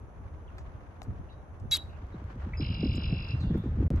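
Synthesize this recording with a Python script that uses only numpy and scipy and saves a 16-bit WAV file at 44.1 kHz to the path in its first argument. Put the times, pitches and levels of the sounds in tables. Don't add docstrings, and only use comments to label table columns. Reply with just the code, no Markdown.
import sys
import numpy as np
from scipy import signal
from scipy.fft import rfft, irfft
from scipy.io import wavfile
from scipy.ndimage import uniform_filter1d

SR = 44100
rng = np.random.default_rng(int(sys.argv[2]) if len(sys.argv) > 2 else 0)


def rack_gain(trim_db):
    fader = np.asarray(trim_db, float)
    return 10 ** (fader / 20)


def wav_out(sig):
    wavfile.write(sys.argv[1], SR, np.round(np.clip(np.atleast_2d(sig).T, -1, 1) * 32767).astype(np.int16))


N = 176400
T = np.arange(N) / SR
FREQS = np.arange(N // 2 + 1) * SR / N
OPPOSITE = np.array([[1], [-1]])


def unit(x):
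    return x / np.sqrt(np.mean(x ** 2))


def noise():
    return rng.standard_normal(N)


def band(x, lo_hz, hi_hz, order=2):
    edges = [max(lo_hz, 20), min(hi_hz, SR * .45)]
    return signal.sosfilt(signal.butter(order, edges, "band", fs=SR, output="sos"), x)


def resonance(x, hz, width_hz):
    return band(x, hz - width_hz / 2, hz + width_hz / 2)


def shape(at, attack, hold, release):
    t = T - at
    rise = np.sin(np.pi / 2 * np.clip(t / attack, 0, 1)) ** 2
    return rise * np.exp(-np.clip(t - attack - hold, 0, None) / release)


def tone(hz):
    return np.sqrt(2) * np.sin(2 * np.pi * np.cumsum(hz) / SR)


def walk(rate):
    k = int(SR / rate)
    return unit(uniform_filter1d(uniform_filter1d(noise(), k), k))


def coloured(points):
    p = np.array(points)
    db = np.interp(np.log(FREQS + 1), np.log(p[:, 0]), p[:, 1], left=-60, right=-90)
    return unit(irfft(rfft(noise()) * rack_gain(db), N))


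def pan(x, db, lag_s):
    late = irfft(rfft(x) * np.exp(-2j * np.pi * FREQS * lag_s), N)
    return np.array([x * rack_gain(db / 2), late * rack_gain(-db / 2)])


def burst(rows, kernel):
    out = np.zeros(N + SR)
    for s, db, *rest in rows:
        k = kernel(*rest)
        start = int(s * SR)
        out[start:start + len(k)] += rack_gain(db) * k
    return out[:N]


# (frequency [Hz], level [dB])
ROAD_COLOUR = [(88, -34.5), (150, -1), (588, -5.5), (1160, -11.5), (3640, -40), (4500, -63), (5850, -73.5),
               (9900, -120)]
# (centre [Hz], width [Hz], level [dB])
HISS_HUMPS = [(4500, 5700, -88.5), (6120, 810, -85), (8000, 14000, -90), (10840, 1500, -91)]


def traffic():
    wide_treble = band(coloured(ROAD_COLOUR), 830, 15000) * rack_gain(-1.0)
    wide_bass = band(coloured(ROAD_COLOUR), 110, 900) * rack_gain(-8.5)
    road = coloured(ROAD_COLOUR) + (wide_treble + wide_bass) * OPPOSITE
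    hiss = 0
    for hz, width_hz, db in HISS_HUMPS:
        hump = resonance(rng.standard_normal((2, N)), hz, width_hz)
        hiss = hiss + rack_gain(db) * hump * np.sqrt(SR / 2 / width_hz)
    whine = rack_gain(-93) * tone(10050 + 0 * T) * (T < 1.9)
    swell_db = .8 * walk(0.86)
    return rack_gain(-56.5 + swell_db) * road + hiss + whine


GUST_HZ = 83.92
# (time [s], peak level [dB], start pitch [octaves over the gust tone])
EDDIES = [(1.066, -40, 2.13), (1.637, -46, 2.5), (1.774, -45, 2.2), (2.023, -43, 2.03), (2.141, -34.5, 2.1),
          (2.217, -40, 2.12), (2.302, -43, 2.2), (2.357, -38, 2.03), (2.461, -40.5, 2.17),
          (2.598, -27.5, 2.15), (2.71, -43, 1.8), (2.79, -42.5, 1.9), (2.83, -19, 2.22),
          (2.856, -21.5, 2.1), (2.946, -29.5, 1.96), (2.979, -24.5, 1.97), (3.033, -44, 2.1),
          (3.097, -42, 2.26), (3.131, -42, 2.6), (3.194, -43, 2), (3.334, -38, 2.1), (3.403, -42.5, 2.1),
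          (3.472, -32, 2.06), (3.505, -29, 2.4), (3.547, -26.5, 2.24), (3.556, -26.5, 2.37),
          (3.637, -32.5, 2.4), (3.657, -26, 2.06), (3.682, -36.5, 2.24), (3.72, -42.5, 2.6),
          (3.771, -31.5, 2.04), (3.803, -22.5, 2.3), (3.825, -22.5, 2.23), (3.907, -31, 3),
          (3.935, -26, 2.33)]


def snaps():
    t = T[:SR // 12]
    envelope = shape(0, 0.0023, 0.0011, 0.013)[:len(t)]
    fall_oct = 1.254 * (np.exp(-t / 0.016) - 1)

    def eddy(octaves):
        hz = GUST_HZ * 2 ** (octaves + fall_oct)
        return envelope * np.sin(2 * np.pi * np.cumsum(hz) / SR)

    return rack_gain(-2) * burst(EDDIES, eddy)


# (time [s], rumble level [dB], twig rustle level [dB])
WIND_RISE = [(0, -47, -65.5), (.6, -43, -62), (1., -49, -62.5), (1.5, -48, -67), (1.9, -44.5, -60),
             (2.2, -40.5, -58), (2.598, -35.5, -55), (3.001, -30, -56.5), (3.399, -35.5, -54),
             (3.599, -32.5, -55), (4, -25.5, -54.5)]
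# (time [s], peak level [dB], decay [s], pitch fall [octaves])
PORT_GUSTS = [(1.072, -26, 0.057, 0.85), (1.188, -33, 0.014, 0.28), (1.601, -33, .04, 0.31),
              (1.636, -29.5, 0.053, 0.71), (2.139, -32, 0.025, 1.7), (2.356, -35.5, 0.029, 1.5),
              (2.46, -31, 0.041, 1.7), (2.603, -16, 0.032, 1.4), (2.683, -24, 0.044, 1.5),
              (2.773, -24, 0.087, 1.7), (2.832, -15, 0.022, 1.7), (2.885, -19, 0.043, .7),
              (2.946, -25.5, 0.063, 1.7), (3.04, -31.5, 0.2, 1.7), (3.115, -15, 0.016, 1.5),
              (3.191, -28, 0.03, 1.7), (3.332, -18, 0.02, 0.94), (3.407, -24.5, 0.05, 1.23),
              (3.438, -22, 0.048, 1.7), (3.499, -20, 0.083, 1.681), (3.545, -22.5, 0.057, 1.5),
              (3.595, -24, 0.027, 1.2), (3.653, -26, 0.05, 1.9), (3.725, -30, 0.054, 1.7),
              (3.783, -15.5, 0.058, 1.5), (3.843, -22.5, 0.09, 1.3), (3.899, -13.5, 0.034, 1.7)]
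# (frequency [Hz], density [dB per Hz])
RUMBLE_COLOUR = [(12, -52), (20, -6), (81, 5), (235, -22), (600, -32), (780, -42), (1320, -120)]


def wind():
    s, rumble_db, rustle_db = np.array(WIND_RISE).T
    flutter_db = 2.5 * np.clip(walk(34), -2, 1)
    size = rack_gain(np.interp(T, s, rumble_db) + flutter_db)
    wobble = walk(71.7)
    grain = 0.85 + np.tanh(0.98 * walk(274))
    mid = size * coloured(RUMBLE_COLOUR) + snaps()
    for at, peak_db, decay, octaves in PORT_GUSTS:
        swell = rack_gain(peak_db - 7) * shape(at - .004, 0.017, 0.00087, decay)
        fall_oct = octaves * np.exp(-np.clip(T - at, 0, 1) / 0.02406)
        mid = mid + swell * grain * tone(GUST_HZ * 2 ** (fall_oct + .25 * wobble))
        size = size + swell
    limit = .15
    buffet = band(limit * np.tanh(mid / limit), 31.0, 1200)
    crackle = rack_gain(np.interp(T, s, rustle_db) + 1.7 * walk(36) + 2 * walk(210))
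    rustle = crackle * np.array([unit(band(noise(), 420, 1547)) for _ in range(2)])
    port_difference = rack_gain(-9) * size * coloured(RUMBLE_COLOUR) * OPPOSITE
    return buffet + rustle + port_difference


# (time [s], peak level [dB])
REED_CRACKS = [(2.0248, -49.5), (2.0686, -43), (2.088, -46.5), (2.144, -45), (2.192, -44), (2.2413, -39),
               (2.31, -54), (2.3248, -45.5), (2.355, -40.5), (2.3795, -46.5), (2.4065, -53.5),
               (3.5773, -33.5), (3.755, -49.5)]


def reeds():
    swell = burst(REED_CRACKS, lambda: rack_gain(-60 * T[:SR // 20] / 0.0073))
    return rack_gain(-14.5) * swell * np.array([unit(band(noise(), 1000, 1800, order=1)) for _ in range(2)])


# (time [s], level [dB], centre [Hz], width [Hz], 60 dB decay [s])
TWIG_TICKS = [(.583, -42, 1236, 1490, 0.033), (0.5848, -64, 5350, 3980, 0.12),
              (1.0286, -56.5, 8000, 8000, 0.064), (1.598, -67, 6320, 4980, 0.041),
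              (2.9233, -54.5, 7570, 1190, 0.0081), (2.9367, -50.5, 7140, 1196, 0.012),
              (2.9552, -57, 7280, 1176, 0.061), (2.9558, -57, 10670, 1910, 0.024),
              (3.406, -64, 4500, 4770, 0.24), (3.9613, -40.5, 1570, 4870, 0.0016)]
LEFT_PORT_TICKS = [
    (1.0183, -41.5, 704, 298, 0.019),
    (1.0186, -44, 2600, 3810, 0.0087),
]


def ticks(rows):
    out = 0
    for s, db, hz, width_hz, t60 in rows:
        decay = rack_gain(db - 60 * np.clip(T - s, 0, 1) / t60) * (T > s)
        out = out + decay * unit(resonance(noise(), hz, width_hz))
    return out


def woods(x):
    t = T[:SR]
    fall = rack_gain(-60 * t / .25) + rack_gain(-22 - 60 * t / .7)
    patchy = rack_gain(4 * walk(42.0)[:SR])
    ir = rng.standard_normal((2, SR)) * fall * patchy * np.clip(t / 0.017, 0, 1)
    return signal.fftconvolve(x[None], ir / np.sqrt(np.sum(ir ** 2) / 2), axes=1)[:, :N]


# (time [s], length [s], pitch [Hz], glide [Hz], level [dB])
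SONG_WHISTLES = [(0.477, 0.013, 3320, -600, -68), (1.281, 0.024, 2850, -47.5, -70.5),
                 (1.89, 0.072, 2700, 19.5, -68), (2.533, 0.0033, 1987, 34.5, -44.5),
                 (2.533, 0.0042, 2234, 35, -44), (2.538, 0.023, 2600, 9, -56.5),
                 (2.562, .012, 2190, -11.5, -76.5), (2.57, 0.025, 5065, 17.5, -50),
                 (2.612, 0.013, 5000, 7, -72), (3.399, 0.035, 4450, -950, -58),
                 (3.388, 0.11, 4760, -250, -72.5), (3.44, 0.023, 2816, -51, -59.5),
                 (3.458, 0.16, 3410, 201, -66), (3.61, 0.065, 3740, 96, -77),
                 (3.565, 0.018, 11500, -9.5, -70.5)]
TRUNK_RETURNS = [
    (1.742, .012, 1600, -450, -50),
    (1.782, .022, 3870, 0, -46),
    (1.814, .01, 3870, 0, -52),
    (2.122, .03, 3870, 0, -72),
]


def whistles(rows):
    smear, waver = walk(460), 15 * walk(200)
    out = 0
    for s, length, hz, glide, db in rows:
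        pitch = hz + glide * np.clip((T - s) / length, 0, 1) + waver
        level = rack_gain(db) * (smear if db < -63 else 1)
        out = out + level * tone(pitch) * shape(s, 0.0033, length, 0.00075)
    return out


# times [s], and the beats counted by then
BEAT_TIMES = [2.605, 2.643, 2.7223, 2.805, 3.0977, 3.35]
BEATS_SO_FAR = [-2, 0, 4, 8, 22, 34]
# (time [s], level [dB], upper voice level [dB], lower voice [Hz], flick [0-1])
TRILL_COURSE = [(2.601, -60.5, 12.5, 2750, .8), (2.633, -48, -2, 2812, 1), (2.799, -49, -0.5, 2772, 0),
                (3.031, -51, 0.5, 2818, 0.8), (3.12, -49.5, -3, 2712, 0.3), (3.33, -49, -5, 2710, 0.03),
                (3.361, -72, -24, 2680, 0)]
# (centre [share of beat], width [share of beat], pitch [Hz], dive [Hz per beat], level [dB])
UPPER_NOTES = [
    (.06, .12, 5040, -300, 1),
    (.13, .09, 3960, -900, 0),
    (.3, .1, 3420, -500, -2),
    (.38, .09, 2360, 200, 0),
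]


def trill():
    s, *courses = np.array(TRILL_COURSE).T
    db, upper_db, hz, strength = (np.interp(T, s, course) for course in courses)
    beat = np.interp(T, BEAT_TIMES, BEATS_SO_FAR)
    phase = beat % 1
    flick_at = 0.41
    flick = (phase - flick_at) / 0.06
    bump = strength * np.exp(-flick ** 2 / 2)
    buzz = 1 + 0.65 * np.cos(8 * np.pi * (phase - flick_at))
    gap = 1 - 0.7 * np.cos(np.pi * (phase - .05)) ** 6
    rough = .2
    lower_hz = hz + 620 * flick * bump + 200 * rough * walk(500)
    lower = tone(lower_hz) * buzz * gap * rack_gain(3.5 * bump)
    waver = 300 * rough * walk(600)
    upper = unit(band(noise(), 2100, 4955, order=4)) * rack_gain(-8)
    for at, width, note_hz, dive, note_db in UPPER_NOTES:
        q = (beat - at + .5) % 1 - .5
        swell = np.exp(-(q / width) ** 2 / 2)
        upper = upper + rack_gain(note_db) * tone(note_hz + dive * q + waver) * swell
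    singing = (T > BEAT_TIMES[0]) * (T < BEAT_TIMES[-1])
    return rack_gain(db + 2 * walk(87)) * (lower + rack_gain(upper_db) * upper) * singing


# (pitch [Hz], level [dB])
CHACK_VOICES = [(1690, -32), (2175, -26), (2675, -26), (3345, -16.5), (3850, -2), (4445, -21),
                (4940, -29.5), (5510, -28.5), (5990, -27), (6670, -28), (7185, -23.5), (7660, -31),
                (10500, -28), (11520, -24.5)]


def chack(at):
    t = np.clip(T - at, 0, None)
    bend = 1 + 0.06 * np.exp(-t / 0.006) + 0.0033 * walk(320)
    tones = sum(rack_gain(db) * tone(hz * bend) for hz, db in CHACK_VOICES) * shape(at, 0.011, 0.017, 0.009)
    rasp_at, rasp_hz = 0.029, 4550
    fall = np.clip(rasp_hz - 42000 * (t - rasp_at - .005), 3500, rasp_hz)
    rasp = rack_gain(-8) * walk(1400) * tone(fall) * shape(at + rasp_at, 0.008, 0.004, 0.011)
    breath = unit(band(noise(), 2400, 23000, order=1))
    breath = rack_gain(-16.5) * breath * shape(at, 0.00079, 0.06, 0.0017)
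    tick_hz = 5800 + 500 - 640000.0 * np.clip(T - at + 0.0011, 0, .01) + 300 * walk(870)
    tick = rack_gain(-14) * tone(tick_hz) * shape(at - .004, 0.0052, 0.0014, 0.003)
    return tones + rasp + breath + tick


def scene():
    chack_s, chack_db, far_chack_s, answer_s = 1.7125, -21, 1.293, 3.39
    call = chack(chack_s)
    earlier = np.roll(call, int((far_chack_s - chack_s) * SR))
    far = rack_gain(-64) * band(earlier, 2570, 5500)
    song = whistles([w for w in SONG_WHISTLES if w[0] < answer_s]) + trill() + far
    answer = whistles([w for w in SONG_WHISTLES if w[0] > answer_s])
    to_woods = rack_gain(-7) * (song + 2 * answer) + rack_gain(chack_db - 24) * call
    near = pan(rack_gain(chack_db) * call + whistles(TRUNK_RETURNS), 0, -2.1e-5)
    near = near + pan(song, 0.24, 4.1e-4)
    near = near + pan(ticks(TWIG_TICKS) + answer, -2.3, 1.5e-4)
    near = near + pan(ticks(LEFT_PORT_TICKS), 13, 1.5e-4)
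    echoes = woods(band(to_woods, 800, 11000, order=1))
    return near + echoes + wind() + reeds() + traffic()


# (upper edge [Hz], start [s])
MONO_BANDS = [(250, 1.97), (500, 2.17), (750, 2.47), (900, 3.08), (1050, 3.5)]


def guard(x):
    side, lo = rfft((x[0] - x[1]) / 2), 0
    for hi, s in MONO_BANDS:
        fold = irfft(side * (FREQS >= lo) * (FREQS < hi), N) * np.clip((T - s) / .04, 0, 1)
        x, lo = x - fold * OPPOSITE, hi
    return x


def top_cut(x):
    return signal.sosfilt(signal.butter(12, 12900, fs=SR, output="sos"), x)


def record(dry):
    gap_lo, gap_hi, top_hz = 8800, 9700, 13000
    lost = (FREQS > gap_lo) & (FREQS < gap_hi) | (FREQS > top_hz)
    spec = rfft(guard(dry)) * np.where(lost, rack_gain(-24), 1)
    skirt = (FREQS > gap_lo - 150) & (FREQS < gap_hi + 150) | (FREQS > top_hz - 150)
    spec = spec * uniform_filter1d(np.where(skirt, rack_gain(-12), 1), size=1200)
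    treble = irfft(spec * ((FREQS > 5600) & (FREQS < 9700)), N)
    quiet = uniform_filter1d(np.abs(treble), size=1500) < rack_gain(-72)
    masked = uniform_filter1d(1. * ((T > 2.6) & (T < 3.27) & quiet), size=400)
    x = irfft(spec, N) - treble * masked * (1 - rack_gain(-35))
    drop_start, drop_end = 3.8806, 3.904
    x = x * (1 - .7 * sum(np.exp(-((T - s) / .0012) ** 2) for s in (drop_start, drop_end)))
    mix = x * np.where((T > drop_start) & (T < drop_end), .002, 1)
    return top_cut(mix)


dry = scene()
out = record(dry)
wav_out(out)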